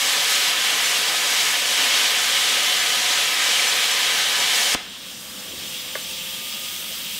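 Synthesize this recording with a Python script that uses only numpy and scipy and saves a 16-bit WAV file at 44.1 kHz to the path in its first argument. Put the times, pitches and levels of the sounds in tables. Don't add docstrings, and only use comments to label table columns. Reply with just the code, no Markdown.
import sys
import numpy as np
from scipy import signal
from scipy.fft import rfft, irfft
from scipy.io import wavfile
from scipy.ndimage import uniform_filter1d, map_coordinates

SR = 44100
rng = np.random.default_rng(int(sys.argv[2]) if len(sys.argv) > 2 else 0)


def voltage_ratio(level):
    return 10 ** (np.asarray(level, float) / 20)


def waveform_to_disk(signal):
    frames = np.transpose(np.atleast_2d(signal))
    scaled = np.clip(frames, -1, 1) * 32767
    samples = np.round(scaled).astype(np.int16)
    wavfile.write(sys.argv[1], SR, samples)


N = 317079
T = np.arange(N) / SR
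STEP = 32
SIZE = 45 * 2 ** 13
HZ = np.arange(SIZE // 2 + 1) * SR / SIZE + 1e-3
ARC_OFF_S = 4.7493

# f/Hz, level/dB per Hz
SHOP_COLOUR = [(15, -51), (25, -11), (69, -8.5), (144, -9.5), (189, -1.5), (438, -13), (524, -8.5),
               (805, -13.5), (896, -13), (1030, -12), (1240, -11), (1450, -11), (1800, -9.5), (2340, -16),
               (3960, -120)]
# f/Hz, width/Hz, level/dB
HUMS = [(78, 6.9, -61), (190, 60, -55)]
# t/s, whine f/Hz
MOTOR_SPEED = [
    (5.8, 1163),
    (6.05, 1175),
    (6.5, 1216),
    (6.7, 1233),
    (6.9, 1246),
    (7.19, 1257),
]
# ratio to the whine [1], level/dB, swell/dB, swell centre t/s, swell length/s
MOTOR_TONES = [(1, -57, 8, 6.55, .32), (.752, -63, 8, 6.3, .35), (.436, -61, 11, 5.95, .6)]
# f/Hz, level/dB, t60/s, build-up/ms
BENCH_MODES = [(570, 11, .018, 5), (420, -1, .022, 4), (950, -6, .016, 2), (1165, 2, .028, 6),
               (1500, 9, .022, 9), (1700, 2, .018, 1.5), (2100, 0, .016, 1.2)]
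# delay/ms, level/dB
BOUNCES = [
    (0, 0),
    (9.5, -13),
    (20, -20),
]
# f/Hz, level/dB per Hz
AIR_COLOUR = [(760, -52), (1460, -31), (1850, -13.5), (2500, -5.5), (3220, 1), (3800, -3.5), (4150, -7.5),
              (5150, -7), (6700, -12), (8300, -11.5), (10300, -18.5), (12000, -19.5), (14200, -17),
              (15900, -20)]
# t/s, level/dB, brightness/dB as the nozzle swings
COOLING = [(4.8, -39.5, -2), (4.92, -39, -2.5), (5.08, -38.5, 1), (5.22, -41, 4.5), (5.45, -38.5, 2.5),
           (5.7, -34, 0), (6.2, -34, 0.5), (6.6, -33, 0), (7.19, -33, -.5)]
# t/s, glove echo delay/ms, edge band f/Hz, facing the microphone [0-1]
TORCH_TURN = [
    (4.9, .7, 14000, 0),
    (5.7, .7, 14000, .25),
    (6.12, .64, 14300, .62),
    (6.28, .7, 14000, .68),
    (6.5, .665, 15500, .95),
    (6.62, .65, 13800, .62),
    (6.8, .643, 14000, 1),
    (7.19, .645, 13900, .95),
]
GLOVE_SHARE = (.13, .26)
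EDGE_DB = (-30, -11)
# delay/ms, level/dB
POP_PATHS = [
    (0, 1.5),
    (3.97, -3),
    (6.93, -9),
]
# f/Hz, level/dB per Hz
ARC_COLOUR = [(18, -70), (30, -39), (120, -24.5), (260, -18), (380, -19), (480, -12.5), (900, -11.5),
              (1400, -9.5), (1800, -5.5), (2600, -4), (3220, -2), (4400, -6), (8000, -11), (15900, -24)]
# t/s, level/dB, brightness/dB
JET = [(0, -22.5, 0.5), (.12, -21.5, 1), (.35, -22.5, 1), (.56, -23, -2), (.7, -22, -1), (1.0, -23, 1),
       (1.17, -24, 0.5), (1.4, -21.5, 1), (1.62, -24, 0), (1.85, -21, 0), (2.1, -22, -1), (2.5, -22, -.5),
       (3.2, -22, -0.5), (3.36, -23.5, -1), (3.48, -20.5, -1), (3.9, -22, -1), (4.3, -22.5, -1),
       (4.75, -22, 2.5)]
# delay/ms, returned band centre f/Hz, share early along the groove [1], share late [1]
ECHOES = [(0.452, 3000, -0.044, -0.047), (0.624, 20000, 0.23, 0.16), (0.82, 21000, -0.26, -0.0089),
          (0.996, 2600, 0.06, 0.072), (1.24, 14000, -0.25, -0.0036), (1.26, 5100, 0.068, 0.039),
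          (1.396, 19000, 0.081, -0.002), (1.772, 1600, 0.14, 0.11), (1.78, 8400, -0.098, -0.035),
          (1.872, 12800, 0.08, 0.15), (2.696, 10000, -0.048, -0.067), (2.824, 14000, 0.034, 0.14),
          (2.836, 1100, -0.071, -0.16), (3.948, 6200, -0.041, -0.094), (3.968, 3000, -0.0066, 0.087),
          (3.988, 860, 0.32, 0.42), (4.016, 5900, 0.33, 0.15), (4.052, 2000, 0.047, -0.1),
          (6.9, 5900, 0.16, 0.19), (6.936, 620, 0.23, 0.26), (7.216, 3700, 0.085, 0.079),
          (9.044, 1300, -0.16, -0.12)]
# t/s, low edge f/kHz, high edge f/kHz
SPLITS = [(.65, 6.85, 8.35), (.857, 5.68, 6.93), (.859, 7.49, 9), (.974, 11.67, 13.82), (1.533, 8.23, 9.65),
          (2.798, 12.32, 14.56), (2.81, 5.17, 6.93), (2.81, 9.6, 11.8), (3.413, 8.23, 10.42),
          (3.689, 5.64, 7.6), (3.924, 5.14, 6.29), (3.924, 6.8, 8.35), (4.412, 5.12, 6.37),
          (4.553, 4.2, 5.25), (4.899, 5.64, 7.67), (5.175, 8.91, 10.42), (5.2, 4.13, 5.25),
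          (5.291, 4.13, 5.21), (5.399, 4.22, 6.37), (5.501, 6.24, 7.67), (5.689, 5.12, 6.33),
          (5.689, 8.18, 9.69), (5.802, 4.18, 5.77), (5.805, 6.2, 7.58), (5.92, 6.3, 7.62),
          (6.034, 5.64, 6.89), (6.197, 7.54, 9.69), (6.269, 8.18, 9.69), (6.524, 4.65, 5.77),
          (6.966, 12.36, 14.56)]


def unit(x):
    return x / np.sqrt(np.mean(x ** 2))


def curves(table):
    s, *columns = np.transpose(table)
    return [np.interp(T, s, c) for c in columns]


def walk(rate):
    k = int(SR / rate / STEP) + 1
    held = np.repeat(rng.standard_normal(N // STEP // k + 1), k)
    slewed = uniform_filter1d(uniform_filter1d(held, k), k)
    return 1.3 * slewed[:len(T[::STEP])]


def smooth(control):
    return np.interp(T, T[::STEP], control)


def through(x, response):
    return irfft(rfft(x, SIZE) * response, SIZE)[:N]


def narrow(hz, width_hz):
    spread = signal.lfilter(*signal.butter(2, width_hz / 2, fs=SR), rng.standard_normal(N))
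    return unit(spread * np.sin(2 * np.pi * np.cumsum(hz + 0 * T) / SR))


def turbulence(colour, ref_hz, tilt, flicker_db, flutter_db):
    hz, db = np.transpose(colour)
    spec = rfft(rng.standard_normal(SIZE))
    spec = spec * voltage_ratio(np.interp(np.log(HZ), np.log(hz), db, left=-80, right=-80))
    spec = spec / np.std(irfft(spec * (HZ > ref_hz[0]) * (HZ < ref_hz[1]), SIZE))
    spec = spec.astype(np.complex64)
    knots = np.log2([f for f, _ in tilt])
    lean = np.array([(curve - np.mean(curve))[::STEP] for _, curve in tilt])
    pitch = np.log2(HZ).astype(np.float32)
    out, shared = 0, walk(11)
    for octave in np.arange(np.floor(np.log2(hz[0])), np.log2(hz[-1]) + .5, .5):
        band = irfft(spec * np.clip(1 - 2 * abs(pitch - float(octave)), 0, 1), SIZE)[:N]
        weights = np.array([np.interp(octave, knots, row) for row in np.eye(len(knots))])
        shared = .8 * shared + .6 * walk(14)
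        level_db = weights @ lean + flutter_db * shared + flicker_db * walk(30)
        out = out + band * smooth(voltage_ratio(level_db))
    return out


def room(x, wet_db, low_t60, high_t60, top_hz):
    t = T[:SR]
    noise = rng.standard_normal((2, SR)) * (t > .008)
    dull = signal.lfilter(*signal.butter(1, top_hz, fs=SR), noise[0]) * 1000. ** (-t / low_t60)
    bright = noise[1] * 1000. ** (-t / high_t60)
    tail = dull / np.linalg.norm(dull) + 0.021 * bright
    thin_walls = 1j * HZ / (350 + 1j * HZ)
    return x + voltage_ratio(wet_db) * through(x, rfft(tail, SIZE) * thin_walls)


def recovery():
    start_s, length_s, range_db = 5.1, 0.32, 2
    return range_db * (np.clip((T - start_s) / length_s, 0, 1) - 1)


def shop():
    tilt = [(250, -.6 * recovery()), (800, -.3 * recovery())]
    rumble = turbulence(SHOP_COLOUR, (60, 400), tilt, 1.5, 0.36)
    rumble = rumble * voltage_ratio(-48 + recovery()) * np.clip((T - 4.7) / 0.11, 0, 1)
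    drone = sum(voltage_ratio(level_db) * narrow(hz, width) for hz, width, level_db in HUMS)
    drone = drone * np.clip((T - 5.) / 1.0, 0, 1)
    bump_s, bump_length_s = 5.57, .11
    bump = voltage_ratio(-43) * narrow(310, 420) * np.exp(-((T - bump_s) / bump_length_s) ** 2)
    return rumble + drone + bump


def motor():
    hz, = curves(MOTOR_SPEED)
    phase = 2 * np.pi * np.cumsum(hz * smooth(1 + .0006 * walk(12))) / SR
    tones = 0
    for ratio, db, swell_db, swell_s, length_s in MOTOR_TONES:
        swell = swell_db * np.exp(-((T - swell_s) / length_s) ** 2 / 2)
        waver_db = 1.2 * smooth(walk(10))
        tones = tones + voltage_ratio(db + swell + waver_db) * np.sin(ratio * phase)
    return tones * voltage_ratio(.8 + .5 * recovery()) * np.clip((T - 4.9) / .2, 0, 1)


def knock():
    knock_s, knock_db = 5.9522, -15
    out = 0
    for delay_ms, bounce_db in BOUNCES:
        t = np.clip(T - knock_s - delay_ms / 1000, 0, 1)
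        for hz, db, t60, build_ms in BENCH_MODES:
            ring = np.sin(2 * np.pi * hz * t) * 1000. ** (-t / t60)
            build = 1 - np.exp(-(t * 1000 / build_ms) ** 2)
            out = out + voltage_ratio(knock_db + bounce_db) * voltage_ratio(db) * ring * build
    return out


def air():
    db, bright = curves(COOLING)
    top_rise_db, top_rise_s = 7, 0.76
    top = 1.1 * bright + top_rise_db * (1 - np.exp(-np.maximum(T - ARC_OFF_S, 0) / top_rise_s))
    hiss = turbulence(AIR_COLOUR, (2200, 4500), [(3200, 0 * db), (7000, bright), (13000, top)], 0.82, 0.27)
    ms, edge_hz, facing = curves(TORCH_TURN)
    treble = through(hiss, 1 / (1 + (6500 / HZ) ** 6))
    echo = map_coordinates(treble, [np.arange(N) - ms * SR / 1000], order=2)
    hiss = hiss + np.interp(facing, (0, 1), GLOVE_SHARE) * echo
    hiss = hiss + .08 * np.roll(hiss, 81)
    hiss = hiss + voltage_ratio(np.interp(facing, (0, 1), EDGE_DB)) * narrow(edge_hz, 700)
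    return hiss * voltage_ratio(db) * np.clip((T - ARC_OFF_S + 0.023) / 0.031, 0, 1)


def pop():
    out = 0
    for ms, db in POP_PATHS:
        t = T - ARC_OFF_S - ms / 1000
        rise = np.clip(t / .001, 0, 50)
        suck = np.exp(-(t / .000095) ** 2)
        out = out + voltage_ratio(db - 5.5) * (.45 * rise * np.exp(-rise) - suck)
    return out


def surfaces(x):
    hz = HZ[::STEP]
    paths = []
    for ms, centre_hz, *_ in ECHOES:
        octaves = np.log2(hz / centre_hz)
        paths.append(np.exp(-(octaves / .8) ** 2 / 2 - 2j * np.pi * hz * ms / 1000))
    paths = np.array(paths)
    shares = np.transpose(ECHOES)[2:]
    early, late = (through(x, np.interp(HZ, hz, np.exp(share @ paths))) for share in shares)
    travel = np.clip((T - 1.2) / 1.8, 0, 1)
    return early + travel * (late - early)


def arc():
    db, bright = curves(JET)
    surge = db - np.mean(db)
    top = -0.47 * surge + .8 * bright - 0.03 * np.minimum(T, ARC_OFF_S)
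    tilt = [(700, -0.37 * surge), (3000, 0 * db), (7000, -0.018 * surge + bright), (12500, top)]
    jet = turbulence(ARC_COLOUR, (1800, 4500), tilt, 0.52, 0.53)
    jet = jet + voltage_ratio(-25) * narrow(12750, 300) * np.clip((3.1 - T) / .6, 0, 1)
    burning = np.clip((ARC_OFF_S + 0.0027 - T) / 0.0048, 0, 1)
    return surfaces(jet * voltage_ratio(db - 0.27) * burning)


def scene():
    blow = knock()
    background = shop() + motor() + air()
    reverberant = room(arc() + pop() + .55 * blow, -14, .42, .25, 4000)
    mono = reverberant + .45 * blow + background
    return np.array([mono, mono])


def low_pass(x):
    return signal.sosfilt(signal.butter(12, 16290, fs=SR, output="sos"), x)


def record(dry):
    size = min(int(.048 * SR), 4096)
    side, noise = np.zeros(N), rng.standard_normal((len(SPLITS), 4096))
    for (s, low_khz, high_khz), row in zip(SPLITS, noise):
        edges = (1000 * low_khz + 80, 1000 * high_khz - 80)
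        sos = signal.ellip(8, 1, 80, edges, "band", fs=SR, output="sos")
        start = int(s * SR) - size // 2
        loud = np.std(signal.sosfilt(sos, dry[0, start:start + size]))
        burst = unit(signal.sosfilt(sos, row))[-size:] * signal.windows.tukey(size, .8)
        side[start:start + size] += voltage_ratio(-1) * loud * burst
    top_hz, bass_hz = 15740, 70
    capsule = (HZ < top_hz) * 1j * HZ / (bass_hz + 1j * HZ)
    mix = np.array([through(ear, capsule) for ear in (dry[0] + side, dry[1] - side)])
    return low_pass(mix)


dry = scene()
out = record(dry)
waveform_to_disk(out)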